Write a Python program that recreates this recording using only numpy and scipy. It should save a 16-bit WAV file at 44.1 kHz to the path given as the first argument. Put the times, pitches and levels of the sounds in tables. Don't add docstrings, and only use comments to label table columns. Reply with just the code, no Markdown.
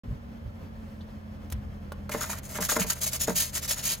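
import sys
import numpy as np
from scipy import signal
from scipy.fft import rfft, irfft
from scipy.io import wavfile

SR = 44100
rng = np.random.default_rng(int(sys.argv[2]) if len(sys.argv) > 2 else 0)


def persist_wave(psi):
    counts = np.round(np.clip(psi, -1, 1) * 32767).astype(np.int16)
    wavfile.write(sys.argv[1], SR, np.atleast_2d(counts).T)


N = 176400
T, HZ = np.arange(N) / SR, np.fft.rfftfreq(N, 1 / SR)

# frequency_hz, relative_db
BURNER_TONE = [(20, -40), (35, -13), (55, -1), (78, -1), (110, -9.5), (200, -9), (270, -14), (350, -21),
               (600, -20), (1000, -28.5), (4000, -42.5), (9000, -49), (16000, -54)]
AIR_TONE = [(20, -17), (60, -7), (200, -7.5), (1500, -18), (9000, -52), (14000, -72)]
WIND_TONE = [(20, -30), (45, -5), (62, 1), (120, -7.5), (400, -38), (2000, -73)]
FLARE_TONE = [(300, -20), (2000, 3), (6000, -3), (16000, -10)]
CLICK_TONE = [(60, -14), (400, 5.5), (1500, 0), (6000, -3), (11000, -2), (16000, -7)]
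THUD_TONE = [(60, -18), (200, 0), (600, 0.5), (1400, -4.5), (2200, -13.5), (3500, -22), (16000, -45)]
HISS_TONE = [(100, -42), (600, -32), (1500, -18), (2600, -12), (4100, -8), (5000, -4.5), (5700, -7),
             (6500, 1.5), (7500, .3), (9000, -1.5), (11000, -2), (13500, -7), (16000, -10.5)]
RASP_TONE = [(60, -20), (250, -7.5), (400, -5.5), (540, -6), (595, 7.5), (655, 9), (720, -7), (950, 2),
             (1100, -3), (1400, 1), (2100, 0), (2900, -10), (6000, -17), (16000, -36)]
EDGE_TONE = [(100, -42), (1500, -23), (2200, -4), (3300, -1.5), (5500, -0.5), (7500, -2.5), (10000, -9),
             (13000, -19), (16000, -45)]

# frequency_hz, phase_rad
PORT_LEAD = [(20, 0), (1700, 0), (3100, 0.61), (5300, 1), (5700, -2.1), (6500, -0.5), (7100, -2),
             (7600, -2), (8500, -3.5), (10500, -4.5), (13200, -6), (16000, -6.5)]
# frequency_hz, t60_s
DOME_DECAY = [(600, 0.18), (2000, 0.24), (7000, 0.01), (16000, 0.07)]
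# frequency_hz, relative_db
DOME_SEND = [(100, -11.5), (600, -4.5), (2000, -7.5), (4000, -4), (7000, -4.5), (11000, -9.5), (14000, -24)]
# time_s, firing_hz, harmonic_1_db, harmonic_2_db, harmonic_5_db
ENGINE_CURVE = [(0, 47.2, -59, -52, -49), (0.599, 44.8, -62, -51, -52), (1, 43.4, -63, -47, -46),
                (1.7, 41.97, -52, -44, -48.5), (2.1, 41, -51, -47, -47), (2.7, 39.78, -52, -50, -55),
                (4, 38.67, -54, -50, -60)]
# time_s, level_db
HUM_RIDE = [(0, -60), (1.5, -56), (3, -48), (4, -51)]
# centre_s, half_width_s, level_db
WIND_GUSTS = [(.115, 0.036, -28), (.27, .03, -39.5), (.47, 0.037, -37), (1.56, .04, -30.5),
              (1.68, 0.069, -39)]
# centre_s, half_width_s, level_db
FLAME_FLARES = [(.89, .1, -67)]
# start_s, level_db
GRIT_CLICKS = [(1.5012, -42), (1.516, -44), (1.523, -31), (2.2105, -29), (2.691, -31), (2.723, -25.5)]
# pitch_hz, relative_db, t60_s
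MOUTH_MODES = [(600, -5, .03), (880, -5, .025), (1130, 0.5, 0.021), (1420, -4, 0.025), (2985, -14, .035)]
# start_s, level_db, contact_ms, click_db, bend_db
BOARD_KNOCKS = [(2.0937, -34, 0.16, -34.5, -55), (2.1405, -38, .2, -43, -50),
                (2.1466, -25.5, .36, -42, -36), (2.586, -30.5, 0.35, -50, -42),
                (2.600, -35.5, .7, -60, -24), (2.7653, -22, 0.22, -36, -31), (2.792, -34.5, 0.31, -50, -20),
                (2.8457, -34.5, .45, -55, -30), (3.2806, -19.5, .75, -52, -23),
                (3.301, -28.5, .35, -50, -25)]
# pitch_hz, relative_db, t60_s
BOARD_MODES = [(238, -5, .16), (316, -7.5, 0.06), (449, -2, 0.072), (598, -2, 0.073), (643, -8, 0.063),
               (767, -8.5, .05), (865, -9, 0.067), (934, -4.5, 0.056), (1076, -2.5, 0.034),
               (1225, -5, 0.032), (1414, -3.5, 0.042), (1630, -7, .035), (2070, -1, .03), (2380, -14, .03)]
# start_s, length_s, rise_s, release_s, hiss_db, rasp_db
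PEEL_STROKES = [(2.105, 0.049, 0.013, 0.014, -37.5, -41.5), (2.138, 0.087, 0.006, 0.02, -43.5, -43.0),
                (2.206, 0.054, 0.0043, 0.017, -34, -42.0), (2.242, 0.066, 0.019, 0.029, -39.5, -47),
                (2.283, 0.085, 0.017, 0.038, -36, -40.0), (2.341, 0.063, 0.036, 0.013, -44.0, -47),
                (2.42, 0.078, 0.019, 0.029, -46.5, -55.5), (2.481, 0.075, 0.017, 0.019, -42.5, -49),
                (2.536, 0.069, 0.017, 0.035, -36.0, -37.5), (2.595, 0.046, 0.029, 0.015, -27.5, -34.5),
                (2.632, 0.06, 0.006, 0.033, -32, -40.5), (2.68, 0.09, 0.014, 0.048, -25.5, -37),
                (2.75, 0.038, 0.012, 0.026, -28.5, -38), (2.777, 0.079, 0.024, 0.032, -28.5, -36.0),
                (2.846, 0.051, 0.03, 0.0022, -36.5, -45.5), (2.89, 0.061, 0.011, 0.029, -28.5, -42.5),
                (2.898, 0.014, 0.0028, 0.009, -18.0, -42.0), (2.944, 0.06, 0.012, 0.012, -44.5, -52.5),
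                (3, 0.063, 0.021, 0.012, -28.5, -43.0), (3.054, 0.063, 0.0093, 0.051, -25.0, -43.0),
                (3.106, 0.088, 0.029, 0.046, -29.5, -43.0), (3.188, 0.08, 0.024, 0.034, -27.0, -44),
                (3.258, 0.11, 0.02, 0.071, -36, -43.5), (3.345, 0.14, 0.021, 0.069, -24, -42),
                (3.444, 0.081, 0.029, 0.038, -40.0, -51.5), (3.512, 0.095, 0.053, 0.027, -30, -40.5),
                (3.604, 0.073, 0.025, 0.023, -35, -45.5), (3.671, 0.092, 0.013, 0.036, -29.5, -42.5),
                (3.701, 0.037, 0.0087, 0.021, -22.5, -41), (3.748, 0.087, 0.026, 0.031, -38, -46.5),
                (3.808, 0.16, 0.044, 0.038, -29, -43), (3.956, 0.045, 0.012, 0.015, -50.5, -62)]
# time_s, relative_db
LOW_TREBLE_RIDE = [(2.1, -13), (2.9, -12), (3.3, -10.5), (3.6, -6.5)]
# start_s, level_db, pitch_hz
BLADE_CATCHES = [(2.115, -37, 2300), (2.209, -33, 1400), (2.235, -34, 1270), (2.292, -38, 1000),
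                 (2.328, -36, 1300), (2.551, -37, 1500), (2.623, -33.5, 1580), (2.689, -29, 1430),
                 (2.714, -31, 1050), (2.719, -33, 610), (2.815, -34, 2380), (2.898, -35, 1510)]

BURNER_DB, FLICKER_DB, AIR_DB = -44.5, 1.24, -53
ECHO_SPAN_S, ECHO_DB, ECHO_SHIFT_S = .006, -7.5, .13
CLICK_T60_S, THUD_T60_S, THUD_DB = .034, .059, -3.5
BEND_HZ, BEND_RISE_S, BEND_T60_S, BEND_FLUTTER_DB = 179.1, .016, .22, 2
BEND_SAG, BEND_SAG_S = .22, .013
GRAINS_PER_S, GRAIN_SPREAD_DB, CHATTER_DB, CHATTER_HZ = 12000, 2.5, 2.5, 140
BALANCE_DB = .25
SIDE = np.array([[1], [-1]])


def amp(db):
    return np.exp(np.asarray(db) * (np.log(10) / 20))


def unit(x):
    return x / np.sqrt(np.mean(x ** 2) + 1e-20)


def read(points, hz):
    f, value = np.transpose(points)
    return np.interp(np.log(hz + 1), np.log(f + 1), value)


def colour(x, tone):
    return unit(irfft(rfft(x) * amp(read(tone, HZ)), N))


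def noise(tone):
    return colour(rng.standard_normal(N), tone)


def wander(hz):
    f = np.fft.rfftfreq(4000, N / SR / 4000)
    slow = unit(irfft(rfft(rng.standard_normal(4000)) / (1 + (f / hz) ** 4)))
    return np.interp(T, np.linspace(0, N / SR, len(slow)), slow)


def add(mix, start_s, sound):
    part = mix[round(start_s * SR):][:len(sound)]
    part += sound[:len(part)]


def swells(rows):
    return sum(amp(db) * np.exp(-np.minimum(((T - s) / width) ** 2, 20)) for s, width, db in rows)


def burst(tone, t60_s):
    return (noise(tone) * amp(-60 * T / t60_s))[:SR // 4]


def ringing(modes):
    t = T[:SR // 4]
    hz, db, t60 = np.transpose(modes)[:, :, None]
    return amp(db - 60 * t / t60) * np.sin(2 * np.pi * hz * t)


def oven(x):
    size, lead, echoes = 8192, 128, 12
    f, walls = np.fft.rfftfreq(size, 1 / SR), np.zeros(size)
    polarity = rng.choice([-1, 1], echoes)
    delays_s = (.15 + rng.random(echoes)) * ECHO_SPAN_S
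    walls[(delays_s * SR).astype(int)] = polarity / np.sqrt(echoes)
    ports = np.array([np.exp(1j * read(PORT_LEAD, f)), np.ones(len(f))])
    early = (1 + amp(ECHO_DB) * rfft(walls) * f / (f + 1500)) * ports
    hz, t, bands = signal.stft(rng.standard_normal((2, size)), SR, nperseg=256)
    t60 = read(DOME_DECAY, hz)[:, None]
    decay = amp(-60 * t / t60) * np.sqrt(np.log(1e6) / (t60 * SR))
    tail = signal.istft(bands * decay, SR, nperseg=256)[1]
    wet = amp(read(DOME_SEND, f))
    response = (early + wet * rfft(tail, size)) / np.sqrt(1 + wet ** 2)
    impulse = np.roll(irfft(response), lead, axis=1)
    return signal.oaconvolve(np.atleast_2d(x), impulse, axes=1)[:, lead:lead + N]


def burner():
    return amp(BURNER_DB + FLICKER_DB * wander(13.5)) * oven(noise(BURNER_TONE))


def outdoor_air():
    return amp(AIR_DB) * noise(AIR_TONE) * SIDE


def distant_engine():
    times, firing_hz, *levels = np.transpose(ENGINE_CURVE)
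    cycles = np.cumsum(np.interp(T, times, firing_hz) * (1 + .0021 * wander(5.8))) / SR
    out = np.zeros(N)
    for harmonic, db in zip((1, 2, 5), levels):
        level = amp(np.interp(T, times, db) + 1.66 * wander(7.3))
        out += level * np.sin(2 * np.pi * (harmonic * cycles + rng.random()))
    return np.sqrt(2) * out


def hum(pitch_hz=129.3):
    level = amp(np.interp(T, *np.transpose(HUM_RIDE)) + 1.3 * wander(5.6))
    return np.sqrt(2) * level * np.sin(2 * np.pi * pitch_hz * T + .3 * wander(3.7))


def wind(side_db=-15):
    return swells(WIND_GUSTS) * (noise(WIND_TONE) + amp(side_db) * noise(WIND_TONE) * SIDE)


def flare():
    return swells(FLAME_FLARES) * amp(2 * wander(14)) * noise(FLARE_TONE)


def judder(db, hz, rise_s=.0045, q=2.8):
    t = T[:SR // 10]
    slips = rng.standard_normal(len(t)) * t / rise_s * np.exp(-t / rise_s)
    b, a = signal.iirpeak(hz, q, SR)
    ring = signal.lfilter(b, a, signal.lfilter(b, a, slips))
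    return amp(db) * ring * np.sqrt(2 * rise_s * SR / np.sum(ring ** 2))


def shell_tick(start_s=1.007):
    out = np.zeros(N)
    add(out, start_s, judder(db=-54.5, hz=3770))
    return out


def grit_clicks():
    out = np.zeros(N)
    for start_s, db in GRIT_CLICKS:
        add(out, start_s, amp(db) * burst(CLICK_TONE, CLICK_T60_S))
    return out


def mouth_tap(start_s=1.9205, ring_db=-30.5, click_db=-41):
    out = np.zeros(N)
    add(out, start_s, amp(ring_db) * ringing(MOUTH_MODES).sum(0))
    add(out, start_s, amp(click_db) * burst(CLICK_TONE, CLICK_T60_S))
    return out


def board_knocks():
    out = np.zeros(N)
    hz, modes = np.array(BOARD_MODES)[:, :1], ringing(BOARD_MODES)
    for start_s, db, contact_ms, click_db, _ in BOARD_KNOCKS:
        weights = rng.choice([-1, 1], hz.shape) / np.hypot(1, (hz * contact_ms / 500) ** 2)
        ring = (weights * modes).sum(0)
        thud = amp(THUD_DB) * burst(THUD_TONE, THUD_T60_S)
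        click = amp(click_db) * burst(CLICK_TONE, CLICK_T60_S)
        add(out, start_s, amp(db) * (ring + thud) + click)
    return out


def peel_bend():
    out, t = np.zeros(N), T[:SR // 4]
    attack = 1 - np.exp(-(t / BEND_RISE_S) ** 2)
    sag = BEND_SAG * BEND_SAG_S * np.exp(-t / BEND_SAG_S)
    for start_s, *_, bend_db in BOARD_KNOCKS:
        note = np.sin(2 * np.pi * BEND_HZ * (start_s + t - sag))
        add(out, start_s, attack * amp(bend_db - 60 * t / BEND_T60_S) * note)
    return out * amp(BEND_FLUTTER_DB * wander(40))


def friction(tone):
    size = amp(GRAIN_SPREAD_DB * np.minimum(rng.exponential(1, N), 5)) * rng.choice([-1, 1], N)
    slips = size * (rng.random(N) < GRAINS_PER_S / SR)
    return colour(slips * amp(CHATTER_DB * wander(CHATTER_HZ)), tone)


def peel_scrape(side_db=-14):
    power = np.zeros((2, N))
    for start_s, length_s, rise_s, release_s, hiss_db, rasp_db in PEEL_STROKES:
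        t = np.arange(0, length_s, 1 / SR)
        speed = np.clip(np.minimum(t / rise_s, (length_s - t) / release_s), 0, 1)
        add(power[0], start_s, speed ** 3 * amp(hiss_db) ** 2)
        add(power[1], start_s, speed ** 3 * amp(rasp_db) ** 2)
    hiss, rasp = np.sqrt(power)
    low_treble = hiss * amp(np.interp(T, *np.transpose(LOW_TREBLE_RIDE)))
    centre = hiss * friction(HISS_TONE) + rasp * friction(RASP_TONE) + low_treble * friction(EDGE_TONE)
    edges = hiss * friction(EDGE_TONE) + rasp * friction(RASP_TONE)
    return centre + amp(side_db) * edges * SIDE


def blade_catches():
    out = np.zeros(N)
    for start_s, db, hz in BLADE_CATCHES:
        add(out, start_s, judder(db, hz))
    return out


def shifting_echoes(x, patterns=4):
    angles = [2 * np.pi * (T / ECHO_SHIFT_S - k) / patterns for k in range(patterns)]
    fades = np.maximum(np.cos(angles), 0) ** 4
    return sum(oven(x * fade) for fade in fades / fades.sum(0))


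def scene():
    slides = shifting_echoes(peel_scrape() + blade_catches() + shell_tick())
    hits = oven(grit_clicks() + mouth_tap() + board_knocks() + peel_bend())
    bed = burner() + outdoor_air() + distant_engine() + hum() + wind() + flare()
    return (slides + hits) * amp(BALANCE_DB * SIDE) + bed


def record(dry, silence_s=.034, fade_s=.004, cutoff_hz=15900):
    opened = dry * np.clip((T - silence_s) / fade_s, 0, 1)
    lowpass = signal.firwin(511, cutoff_hz, window=("kaiser", 9), fs=SR)
    return signal.oaconvolve(opened, lowpass[None], "same")


dry = scene()
out = record(dry)
persist_wave(out)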